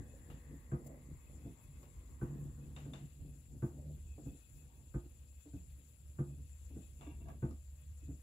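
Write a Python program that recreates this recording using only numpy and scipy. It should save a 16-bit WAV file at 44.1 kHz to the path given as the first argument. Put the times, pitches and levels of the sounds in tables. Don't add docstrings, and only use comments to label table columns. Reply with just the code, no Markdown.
import sys
import numpy as np
from scipy import signal
from scipy.fft import rfft, irfft, next_fast_len
from scipy.io import wavfile
from scipy.ndimage import uniform_filter1d, map_coordinates

SR = 44100
rng = np.random.default_rng(int(sys.argv[2]) if len(sys.argv) > 2 else 0)


def store_wav(level_fs):
    pcm = np.round(np.clip(np.atleast_2d(level_fs), -1, 1) * 32767)
    wavfile.write(sys.argv[1], SR, pcm.T.astype(np.int16))


def amplitude_ratio(level_db):
    exponent = np.asarray(level_db, float) / 20
    return 10 ** exponent


N = 362708
TIME_S = np.arange(N) / SR


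def unit(x):
    return x / np.sqrt(np.mean(x ** 2) + 1e-20)


def along(points, hz):
    f, v = np.transpose(points)
    return np.interp(np.log(hz + 1), np.log(f + 1), v)


def curves(rows):
    s, *cols = np.transpose(rows)
    return [np.interp(TIME_S, s, c, right=c[-1]) for c in cols]


def wobble(rate):
    return map_coordinates(rng.standard_normal(int(N * rate / SR) + 4), [np.arange(N) * rate / SR])


def filtered(x, response):
    n = x.shape[-1]
    m = next_fast_len(n + 8192)
    return irfft(rfft(x, m) * response(np.fft.rfftfreq(m, 1 / SR)), m)[..., :n]


def hump(f, hz, width):
    return 1 / (1 + (2 * (f - hz) / width) ** 2)


# Hz, likeness of the two ports 0-1.
PORT_LIKENESS = [(60, .92), (300, .93), (500, .88), (700, .65), (1000, .22), (2000, .15), (3300, .4),
                 (5000, .15), (12000, .1)]


def pair(z, hz):
    turn = np.arccos(along(PORT_LIKENESS, hz)) / 2
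    mid = z[0] * np.cos(turn)
    side = z[1] * np.sin(turn)
    return np.array([mid + side, mid - side])


def noise(gain, n=N):
    m = next_fast_len(n)
    hz = np.fft.rfftfreq(m, 1 / SR)
    z = rng.standard_normal((2, len(hz))) + 1j * rng.standard_normal((2, len(hz)))
    return unit(irfft(pair(z, hz) * gain(hz), m)[:, :n])


def even(x):
    even_s = 0.04
    power = np.abs(uniform_filter1d(np.mean(x ** 2, axis=0), size=round(even_s * SR)))
    return unit(x / np.sqrt(power + 0.1))


def patchy(x, depth_db):
    z = signal.stft(x, nperseg=512)[2]
    field = uniform_filter1d(rng.standard_normal(z.shape[1:]), size=14, axis=0)
    field = uniform_filter1d(field, size=5, axis=1)
    return signal.istft(z * amplitude_ratio(depth_db * unit(field)), nperseg=512)[1][:, :N]


def swells(rows):
    t = np.arange(0, N, 64) / SR
    power = sum(amplitude_ratio(2 * db) * np.exp(-2 * ((t - s) / half) ** 2) for s, half, db in rows)
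    return np.interp(TIME_S, t, power)


def wander(hz, rate):
    return 2 * np.pi * np.cumsum(hz * (1 + 0.017 * wobble(rate))) / SR


def scattered_tone(hz, t):
    spread_turns = 0.22
    return np.sin(2 * np.pi * (hz * t + rng.random() + rng.normal(0, spread_turns, (2, 1))))


def ring(modes, t, scatter_db, soft=1, hold_s=0):
    lag_s, swing = 0.002, 2.6
    t = np.clip(t - lag_s, 0, None)
    free = np.clip(t - hold_s, 0.28 * t, None)
    out = 0
    for hz, db, rise, t60 in modes:
        decay = amplitude_ratio(db + rng.normal(0, scatter_db) - 60 * free / t60)
        out = out + decay * (1 - np.exp(-(t / (soft * rise)) ** swing)) * np.sin(2 * np.pi * hz * t)
    return out


# Hz, level in dB, t60 in seconds.
SLAT_MODES = [(639, -1, 0.11), (699, -5, 0.085), (886, -4, 0.13), (1000, -24, 0.073), (1163, 1, 0.077),
              (1238, -2.5, 0.13), (1395, -0.5, 0.078), (1519, 5.5, 0.058), (1583, 2, 0.03),
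              (1760, -12, 0.052), (1960, -24, 0.044)]


def slap(t, rough, spread):
    hold_s = 0.029
    free = np.clip(t - hold_s, 0.39 * t, None)
    modes = sum(amplitude_ratio(db + rng.normal(0, 1.7) - 60 * free / t60) * scattered_tone(hz, t)
                for hz, db, t60 in SLAT_MODES)
    rattle = noise(lambda f: hump(f, 444, spread) ** 2 * (f > 350), len(t))
    rattle_decay = amplitude_ratio(-60 * t / 0.29) + 0.83 * amplitude_ratio(-60 * t / 0.0066)
    return (1 - np.exp(-t / 0.0018)) * (modes + rough * rattle * rattle_decay)


# Hz, t60 in seconds.
ROOM_T60 = [(100, 0.11), (600, 0.29), (2000, 0.25), (8000, 0.31)]


def tail():
    hz, t, z = signal.stft(rng.standard_normal((2, SR // 4)), SR, nperseg=256)
    decay = amplitude_ratio(-60 * t / along(ROOM_T60, hz)[:, None])
    x = signal.istft(pair(z, hz[:, None]) * decay, SR, nperseg=256)[1]
    return np.pad(x, ((0, 0), (250, 0))) / np.linalg.norm(x[0])


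def add(track, s, sound):
    track[:, round(s * SR):][:, :sound.shape[-1]] += sound


def heard(hits, wet_db):
    out = np.zeros((2, N + SR))
    tails = [tail() for _ in range(4)]
    for k, (s, sound) in enumerate(hits):
        add(out, s, sound)
        add(out, s, amplitude_ratio(wet_db) * signal.fftconvolve(sound[:1], tails[k % len(tails)], axes=1))
    return out[:, :N]


# middle in seconds, half length in seconds, board level in dB,
# frame over board in dB.
JUDDER_BUMPS = [(0.026, 0.49, -80.5, 15.5), (0.328, 0.048, -60, -3.5), (0.527, 0.057, -59.5, -5),
                (0.887, 0.16, -65.5, 7), (1.118, 0.046, -58, -5), (1.43, 0.12, -66, 3),
                (1.698, 0.036, -67, -31), (1.879, 0.11, -75, 8), (2.363, 0.093, -51.5, -4.5),
                (2.461, 0.054, -60.5, -1), (2.669, 0.11, -55.5, -5.5), (2.883, 0.091, -54, -2.5),
                (3.027, 0.042, -53.5, -6), (3.285, 0.16, -64, -2.5), (3.55, 0.059, -66, 3),
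                (3.78, 0.061, -60, 2), (3.892, 0.079, -56.5, -3), (4.285, 0.087, -63.5, 3.5),
                (4.6, 0.08, -68, -4), (4.805, 0.12, -74, 5), (5.056, 0.027, -72.5, 10.5),
                (5.62, .1, -90, -14), (5.852, 0.46, -77, -8), (6.305, 0.11, -59, -5.5),
                (6.788, 0.07, -73, 13.5), (7.055, 0.11, -68, 1), (7.296, 0.11, -63.5, 4),
                (7.506, 0.052, -68, 13.5), (7.796, 0.15, -75, -9), (8.122, 0.054, -63.5, 3)]


def judders(tilt):
    return swells([(s, half, db + tilt * excess_db) for s, half, db, excess_db in JUDDER_BUMPS])


# Hz, level in dB per Hz.
JOIST_COLOUR = [(20, -29.5), (35, -15.5), (55, 3), (90, -8), (130, -10.5), (200, -24), (400, -43),
                (900, -70), (2000, -120)]
# time in seconds, share of joist motion at its own pitch 0-1.
JOIST_STEADY = [(0, 0.06), (1.2, 0.25), (2.5, 0.06), (2.8, 0.6), (3.2, .1), (3.9, 0.72), (4.5, 0.03),
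                (5.3, 0.67), (6, .4), (6.5, 0.74), (7.3, 0.53), (8.22, 0.84)]
# time in seconds, level in dB.
JOIST_LOAD = [(0.0, -58), (0.34, -60), (1.65, -62), (2.5, -58), (3.02, -60), (3.55, -59.5), (3.95, -53.5),
              (4.48, -65), (5.63, -57.5), (5.84, -67), (6.02, -59.5), (6.3, -59.5), (6.59, -53.5),
              (6.82, -56), (7.53, -55), (7.84, -59), (8.1, -50), (8.22, -56)]
# middle in seconds, half length in seconds, level in dB.
FOOT_HEAVES = [(.0, 0.026, -48), (.33, .05, -60), (.53, .05, -59), (.89, 0.04, -57), (1.14, 0.04, -56.5),
               (1.36, .04, -58), (1.47, 0.04, -56), (1.68, .03, -56.5), (1.77, .03, -57.5),
               (1.98, 0.033, -53.5), (2.1, .03, -60), (2.5, 0.056, -58), (2.72, 0.062, -57),
               (2.86, 0.06, -54.5), (3.05, .04, -58), (3.22, 0.018, -49), (3.5, .06, -60),
               (3.8, 0.046, -55), (4.13, 0.046, -58), (4.28, 0.05, -53), (4.55, .05, -60), (4.67, .03, -61),
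               (4.77, 0.04, -58), (4.91, 0.033, -56), (5.22, 0.036, -56.5), (5.4, 0.043, -59.5),
               (5.55, .03, -50.5), (5.72, 0.071, -56.5), (6.1, .05, -60), (6.42, 0.066, -56),
               (7.24, 0.068, -54), (7.72, 0.058, -56), (7.92, 0.047, -52.5)]


def wheel(sway):
    settle_db_per_s = -1.53
    load_db, = curves(JOIST_LOAD)
    steady = np.clip(curves(JOIST_STEADY)[0], 0, 1)

    def level(idle_db, power):
        return np.sqrt(amplitude_ratio(2 * (idle_db + settle_db_per_s * TIME_S)) + power)

    rumble = even(noise(lambda f: amplitude_ratio(along(JOIST_COLOUR, f))))
    rumble = unit(filtered(rumble, lambda f: hump(f, 40, 260)))
    joist = np.sqrt(steady) * np.sqrt(2) * np.sin(sway) + np.sqrt(1 - steady) * rumble
    joist = amplitude_ratio(4.5 + 0.6 * wobble(7)) * np.sqrt(amplitude_ratio(2 * load_db) + swells(FOOT_HEAVES)) * joist

    board = 1.53 * np.sin(2 * sway + 0.78) + 0.57 * even(noise(lambda f: hump(f, 139.0, 40)))
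    board = amplitude_ratio(5.5) * level(-81, judders(0)) * board

    frame = even(noise(lambda f: hump(f, 243.3, 60) + 0.32 * hump(f, 326, 130) + 0.5 * hump(f, 185, 36)))
    frame = amplitude_ratio(1.4 * wobble(30) + 4.2 * np.cos(sway)) * level(-69.5, judders(0.82)) * frame

    bearing = noise(lambda f: hump(f, 515, 180) + 2.36 * hump(f, 472, 79) + 0.77 * hump(f, 787, 360))
    bearing_db = -10 - 1.76 * TIME_S
    bearing = level(-80.5, amplitude_ratio(2 * bearing_db) * judders(1.12)) * bearing
    return amplitude_ratio(1.3 * wobble(12)) * (joist + board + frame + bearing)


# time in seconds, level in dB.
FLYER_EFFORT = [(0.0, -76), (0.25, -75), (0.87, -78.5), (1.39, -75), (1.62, -75.5), (2.45, -76),
                (2.65, -75.5), (2.98, -76.5), (3.14, -75), (3.69, -77), (4.4, -73.5), (4.71, -76),
                (5.7, -74.5), (6.32, -76.5), (6.62, -73.5), (6.87, -74), (7.37, -77), (8.22, -75)]
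# Hz, level in dB per Hz.
AIR_COLOUR = [(250, -120), (400, 2.5), (600, -2), (1000, 1), (2000, 3.5), (4000, 1.5), (6000, -3),
              (9000, -0.5), (15000, -1.5)]
# time in seconds, level in dB.
ORIFICE_PUFFS = [(.32, -83), (.63, -83), (.93, -82), (1.25, -85), (1.44, -83), (1.62, -83), (1.83, -78),
                 (2.1, -86), (2.27, -84), (2.4, -78), (2.65, -85), (2.83, -84), (3.05, -85), (3.5, -83),
                 (3.68, -80), (3.94, -80), (4.29, -81), (4.59, -82), (4.77, -84), (5.1, -87), (5.41, -81),
                 (5.57, -83), (5.73, -84), (5.89, -79.5), (6.3, -87), (6.7, -86), (7.03, -86), (7.31, -84),
                 (7.8, -85), (8.2, -83)]


def flyer():
    puff_half_s = 0.036
    air_db, = curves(FLYER_EFFORT)
    hook_db = -91 + 1.6 * (air_db - air_db.mean())
    air = patchy(noise(lambda f: amplitude_ratio(along(AIR_COLOUR, f))), depth_db=1.92)
    air = amplitude_ratio(air_db + 1.0 + 0.48 * wobble(22)) * air
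    hooks = noise(lambda f: 0.63 * hump(f, 2558, 110) + 0.88 * hump(f, 2825, 67) + 0.24 * hump(f, 3730, 210))
    hooks = amplitude_ratio(hook_db + 3 * wobble(18) + [[0], [-5]]) * hooks
    drone = amplitude_ratio(-88) * noise(lambda f: hump(f, 596, 11) + 1.1 * hump(f, 496, 17))
    puffs = swells([(s, puff_half_s, db) for s, db in ORIFICE_PUFFS])
    whisper = np.sqrt(puffs) * noise(lambda f: hump(f, 13900, 2100))
    return air + whisper + hooks + drone


# time in seconds, upper band in Hz, pull in dB.
YARN_PULL = [(0, 1780, -71), (.1, 1790, -75), (.35, 1854, -74), (.64, 1932, -75.5), (.97, 2040, -75.5),
             (1.5, 2152, -81.5), (2.1, 2090, -79), (2.3, 1787, -80), (2.86, 1830, -88), (3.1, 1800, -100)]


def yarn():
    upper_hz, upper_db = curves(YARN_PULL)
    lower_db = upper_db - 6 + 4 * TIME_S
    fade = amplitude_ratio(-40 * np.clip((TIME_S - 2.9) / 0.63, 0, 1))
    slow = unit(filtered(rng.standard_normal((2, N)), lambda f: hump(f, 0, 430)))
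    turn = 2 * np.pi * np.cumsum(upper_hz) / SR
    upper = slow * np.sin(turn) + slow[::-1, ::-1] * np.cos(turn)
    lower = noise(lambda f: hump(f, 1060, 400) + 0.25 * hump(f, 1630, 550))
    return fade * amplitude_ratio(1.3 * wobble(9.53)) * (amplitude_ratio(upper_db - 0.5) * upper + amplitude_ratio(lower_db) * lower)


# start in seconds, peak in dB, slap in dB, softness of the contact.
ROD_KNOCKS = [(0.002, -52.5, -23, 0.31), (0.498, -46, -45, 2), (.525, -49.5, -40, 1.6),
              (1.385, -60, -40, 1.63), (1.446, -39.5, -25, 2.2), (2.573, -51.5, -14, 1.8),
              (2.851, -42.5, -15.5, 2.3), (2.917, -52, -28, 0.76), (3.195, -57, -20, 1.5),
              (4.257, -38.5, -24, 1.95), (5.53, -40.5, -26, 2), (6.755, -41.5, -30, 1.8),
              (5.77, -60, -40, 1.8), (6.37, -55.5, -34, 1.5), (8.078, -44.5, -25, 1.74)]
# Hz, level in dB, rise in seconds, t60 in seconds.
ROD_MODES = [(126, 3, 0.0058, 0.068), (183.5, -13.5, 0.012, 0.25), (246.7, -1.5, 0.0056, 0.083),
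             (273.3, 3.5, 0.0077, 0.094), (337, -3, 0.0091, 0.053), (421.6, -26, 0.0036, 0.2),
             (487, -17.5, 0.0039, 0.059)]
# start in seconds, peak in dB, tap in dB.
ROD_TOUCHES = [
    (4.18, -50.5, -4),
    (5.456, -52.5, -7.5),
    (6.702, -55, -9),
    (7.064, -46, -15),
    (8.02, -57.5, -17),
]


def footman():
    t = np.arange(SR // 4) / SR
    hits = []
    for s, db, slap_db, soft in ROD_KNOCKS:
        body = noise(lambda f: hump(f, 238, 300), len(t))
        body = body * (1 - np.exp(-(t / (soft * 0.0073)) ** 2)) * amplitude_ratio(-60 * t / 0.14)
        rod = ring(ROD_MODES, t, scatter_db=1.5, soft=soft) + 0.25 * body
        hits.append((s, amplitude_ratio(db + 5.0) * rod + amplitude_ratio(db + slap_db - 16.5) * slap(t, rough=2.8, spread=850)))
    upper = [(hz * 1.065, db, rise, t60) for hz, db, rise, t60 in ROD_MODES if hz > 260]
    for s, db, tap_db in ROD_TOUCHES:
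        tap = amplitude_ratio(db + tap_db - 60 * t / 0.15) * noise(lambda f: hump(f, 350, 480), len(t))
        hits.append((s, amplitude_ratio(db + 3.5) * ring(upper, t, scatter_db=1.2, soft=0.95) + tap))
    return heard(hits, wet_db=-4.0)


# middle in seconds, half length in seconds, level in dB.
HOOK_SQUEAKS = [(.1, 0.05, -81), (.47, 0.033, -86), (.63, .03, -89), (1.255, 0.051, -79),
                (1.46, 0.069, -79), (1.63, 0.05, -79), (1.765, .03, -82), (2.41, 0.037, -84),
                (2.63, 0.033, -83), (3.3, .08, -86.5), (4.115, 0.059, -76), (4.3, 0.04, -78.5),
                (4.45, 0.043, -76), (4.59, 0.058, -80), (4.77, .025, -83), (4.84, 0.027, -87),
                (5.02, 0.027, -91), (5.25, .045, -82), (5.41, 0.054, -79), (5.58, 0.045, -82),
                (5.945, 0.018, -86), (6.33, 0.043, -82.5), (6.535, 0.028, -83), (6.7, .04, -84),
                (6.845, 0.05, -78), (7.82, 0.04, -83), (8.03, .05, -83)]
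# middle in seconds, half length in seconds, level in dB.
JOINT_SCRAPES = [
    (.91, 0.059, -63),
    (3.81, 0.043, -75),
    (3.9, 0.034, -69),
]
# middle in seconds, half length in
# seconds, level in dB, # bright part in dB.
RUBS = [
    (7.078, 0.073, -70.5, 7.5),
    (7.225, 0.031, -75, 6),
    (7.3, 0.034, -72, 0),
    (4.74, 0.16, -81.5, -3),
    (1.6, 0.037, -75, -9),
]


def rubbing(sway):
    squeak_hz = 2568
    tone = np.sqrt(2) * np.sin(2 * np.pi * np.cumsum(squeak_hz + 14 * wobble(40)) / SR)
    breath = noise(lambda f: hump(f, squeak_hz, 83) + 0.41 * hump(f, 3410, 90))
    squeak = np.sqrt(swells(HOOK_SQUEAKS)) * amplitude_ratio([[0], [-5]]) * (0.35 * tone + 0.9 * breath)

    slips = amplitude_ratio(5.5 * np.cos(sway))
    scrape = noise(lambda f: hump(f, 550, 100) + 0.15 * hump(f, 650, 160))
    scrape = slips * np.sqrt(swells(JOINT_SCRAPES)) * scrape

    dull = noise(lambda f: hump(f, 740, 200) + 1.9 * hump(f, 940, 90)
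                 + 1.0 * hump(f, 1150, 90) + 0.5 * hump(f, 1620, 200))
    bright = noise(lambda f: hump(f, 2750, 150) + 0.38 * hump(f, 3530, 230) + 0.69 * hump(f, 2340, 270))
    dull = np.sqrt(swells([row[:3] for row in RUBS])) * dull
    bright_rows = [(s, half, db + over_db - 7.0) for s, half, db, over_db in RUBS]
    bright = np.sqrt(swells(bright_rows)) * bright
    return squeak + scrape + amplitude_ratio(1.1 * wobble(60)) * (dull + bright)


# start in seconds, peak in dB, pitch in Hz.
JOINT_CREAKS = [(0.138, -59, 543), (0.839, -64, 570), (.871, -56, 590), (.891, -55, 579), (0.914, -56, 576),
                (.933, -57, 606), (1.296, -58, 560), (1.832, -62, 538), (2.299, -65, 447),
                (3.266, -74, 505), (3.789, -56, 587), (3.823, -57, 509), (3.853, -59, 530),
                (3.905, -57.5, 587), (6.299, -59.5, 523)]


def creaks():
    t = np.arange(SR // 4) / SR
    swell = (1 - np.exp(-t / 0.0008)) * amplitude_ratio(-60 * t / 0.065)
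    hits = []
    for s, db, hz in JOINT_CREAKS:
        groan = noise(lambda f: hump(f, hz, 160), len(t))
        hits.append((s, amplitude_ratio(db - 5.5) * swell * (1.07 * np.sin(2 * np.pi * hz * t) + 0.55 * groan)))
    return heard(hits, wet_db=-2.5)


# start in seconds, peak in dB, ring in Hz, dull puff in dB, dry puff in dB.
SMALL_TICKS = [
    (0.3004, -57.5, 1270, 3, 1),
    (1.8294, -56.5, 1080, -4.5, -9),
    (2.7632, -48, 3680, -4, -2.5),
    (2.9352, -43.5, 3590, -7.5, -7.5),
    (7.0102, -61, 3500, 4.5, 5),
    (7.285, -54, 1650, -0.5, -22),
    (7.51, -54, 1240, -17, -19),
]


def ticks():
    t = np.arange(SR // 5) / SR

    def puff(hz, width, t60):
        return noise(lambda f: hump(f, hz, width), len(t)) * amplitude_ratio(-60 * t / t60)

    swell = 3.17 * (1 - np.exp(-(t / 0.0019) ** 2)) * amplitude_ratio(-60 * t / 0.015)
    hits = []
    for s, db, hz, dull_db, dry_db in SMALL_TICKS:
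        tone = np.sin(2 * np.pi * hz * t) * swell
        crack = 0.16 * puff(4700, 3100, 0.03) + 0.045 * puff(4400, 2200, 0.18)
        dry_puff = amplitude_ratio(dry_db - 12.0) * (puff(2450, 3300, 0.61) + 1.07 * puff(2850, 160, 0.21))
        dull_puff = amplitude_ratio(dull_db - 2.0) * puff(460, 2070, 0.22)
        hits.append((s, amplitude_ratio(db - 2) * (tone + crack + dry_puff + dull_puff)))
    return heard(hits, wet_db=-8.5)


# middle in seconds, level in dB, half length in seconds.
SLEEVE_BRUSHES = [
    (0.314, -85, 0.018),
    (0.849, -68, 0.0077),
    (0.872, -59.5, 0.009),
    (1.64, -71, 0.018),
    (1.836, -82, 0.016),
    (2.235, -70, 0.015),
    (3.655, -71.5, 0.051),
    (4.27, -71, 0.021),
    (4.57, -70.5, 0.045),
    (7.985, -75, .02),
]


def sleeve():
    strokes = sum(amplitude_ratio(db) * np.exp(-((TIME_S - s) / half) ** 2) for s, db, half in SLEEVE_BRUSHES)
    return amplitude_ratio([[-3], [3]]) * strokes * noise(lambda f: hump(f, 15600, 12000) + 0.5 * hump(f, 5200, 1800))


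# start in seconds, slap peak in dB, body in dB, floor in dB, sharpness in dB per octave.
TREADLE_THUMPS = [
    (0.717, -49, -31, -3, 1),
    (2.214, -50, -30.5, -2.5, 0.5),
    (3.623, -49, -28.5, -9, 0),
    (4.941, -53, -32.5, 4.5, 0.8),
    (6.186, -51, -30, -4, 0),
    (7.424, -49.5, -29, -10, 0.7),
]
# Hz, level in dB, rise in seconds, t60 in seconds.
FLOOR_MODES = [(59.9, 2, 0.019, 0.16), (80.2, -8.5, 0.0065, 0.16)]
# Hz, level in dB, rise in seconds, t60 in seconds.
FRAME_MODES = [(107.7, -8, 0.026, 0.093), (125.7, 0, 0.024, 0.064), (137.4, 1.5, 0.0058, 0.1),
               (180, -5, 0.0045, 0.06), (233.8, -3.5, 0.02, 0.062), (303, -2.5, 0.02, 0.041),
               (348, -11.5, 0.005, 0.18), (383.6, -18, 0.0067, 0.045), (490.7, -25, 0.0035, 0.13)]


def treadle():
    t = np.arange(SR // 3) / SR
    hits = []
    for s, db, body_db, floor_db, tilt_db in TREADLE_THUMPS:
        modes = [(hz, level + tilt_db * np.log2(hz / 180), rise, t60) for hz, level, rise, t60 in FRAME_MODES]
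        frame = amplitude_ratio(body_db - 0.5) * ring(modes, t, scatter_db=0.7, hold_s=0.022)
        floor = amplitude_ratio(db + floor_db + 22.0) * ring(FLOOR_MODES, t, scatter_db=0.0)
        clack = amplitude_ratio(-13.5 + 3 * tilt_db - 60 * t / 0.2) * noise(lambda f: hump(f, 2100, 800), len(t))
        contact = amplitude_ratio(db - 11.0) * (slap(t, rough=1.68, spread=2630) + clack)
        hits.append((s - 0.001, contact - frame - floor))
    return heard(hits, wet_db=-11)


# Hz, level in dB, t60 in seconds.
GUIDE_MODES = [(578, -3, 0.082), (680, 1, 0.075), (976, -10, .09), (1144, -2, 0.095), (1650, -7, .07),
               (2230, -13, 0.12), (2775, -10.5, 0.09), (3500, -16, .05)]
# start in seconds, level in dB, brightness in dB per octave.
FINGER_TAPS = [(7.01, -65, 4), (7.03, -62, 1), (7.067, -62.5, 5), (7.105, -74, 11), (7.208, -72, -2),
               (7.255, -67, -2), (7.269, -62, -3), (7.283, -58, -4.5), (7.293, -62, 0), (7.3, -60, -4),
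               (7.33, -68, -1), (7.511, -72, -2)]


def guide():
    t = np.arange(SR // 6) / SR
    hits = []
    for s, db, tilt_db in FINGER_TAPS:
        modes = 0
        for hz, level, t60 in GUIDE_MODES:
            mode_db = db + level + tilt_db * np.log2(hz / 1000) + rng.normal(0, 2.6)
            modes = modes + amplitude_ratio(mode_db - 60 * t / t60) * scattered_tone(hz, t)
        hits.append((s, (1 - np.exp(-t / 0.0024)) * modes))
    return heard(hits, wet_db=-11.0)


def scene():
    sway = wander(71.8, rate=12)
    turning = wheel(sway) + flyer() + yarn()
    contacts = footman() + rubbing(sway) + creaks() + ticks() + sleeve() + treadle() + guide()
    return turning + contacts


def top_cut(x):
    return signal.sosfilt(signal.butter(12, 15730, fs=SR, output="sos"), x)


# Hz, width in Hz, level in dB.
LEFT_RESONANCES = [(2610, 290, 3), (3440, 96, 5), (6230, 380, 7), (7303, 724, 23), (10714, 690, 17.5),
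                   (14200, 800, 6.5)]
# Hz, level in dB.
RIGHT_COLOUR = [(300, 0), (650, 4), (1200, -0.5), (2500, -4.5), (4500, -6.5), (7500, -69), (9500, -3),
                (12000, -17.5), (15000, -4)]
# Hz, level in dB per Hz.
HISS_COLOUR = [(300, 1), (2000, -11.5), (5000, 3.5), (7500, -50), (9500, -10), (11500, 5.5), (15000, 2.5)]


def record(dry):
    def ports_response(f):
        left = np.sqrt(1 + sum((amplitude_ratio(db) * hump(f, hz, width)) ** 2 for hz, width, db in LEFT_RESONANCES))
        lag_s = 12.5 / SR * f ** 4 / (f ** 4 + 600. ** 4)
        right = amplitude_ratio(along(RIGHT_COLOUR, f)) * np.exp(-2j * np.pi * f * lag_s)
        low_cut = f ** 2 / (f ** 2 + 24 ** 2)
        return np.array([left, right]) * low_cut

    ports = filtered(dry, ports_response)
    hiss = filtered(rng.standard_normal(dry.shape), lambda f: amplitude_ratio(along(HISS_COLOUR, f)))
    mix = filtered(ports + amplitude_ratio(-80) * unit(hiss), lambda f: f < 15730)
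    return top_cut(mix)


dry = scene()
out = record(dry)
store_wav(out)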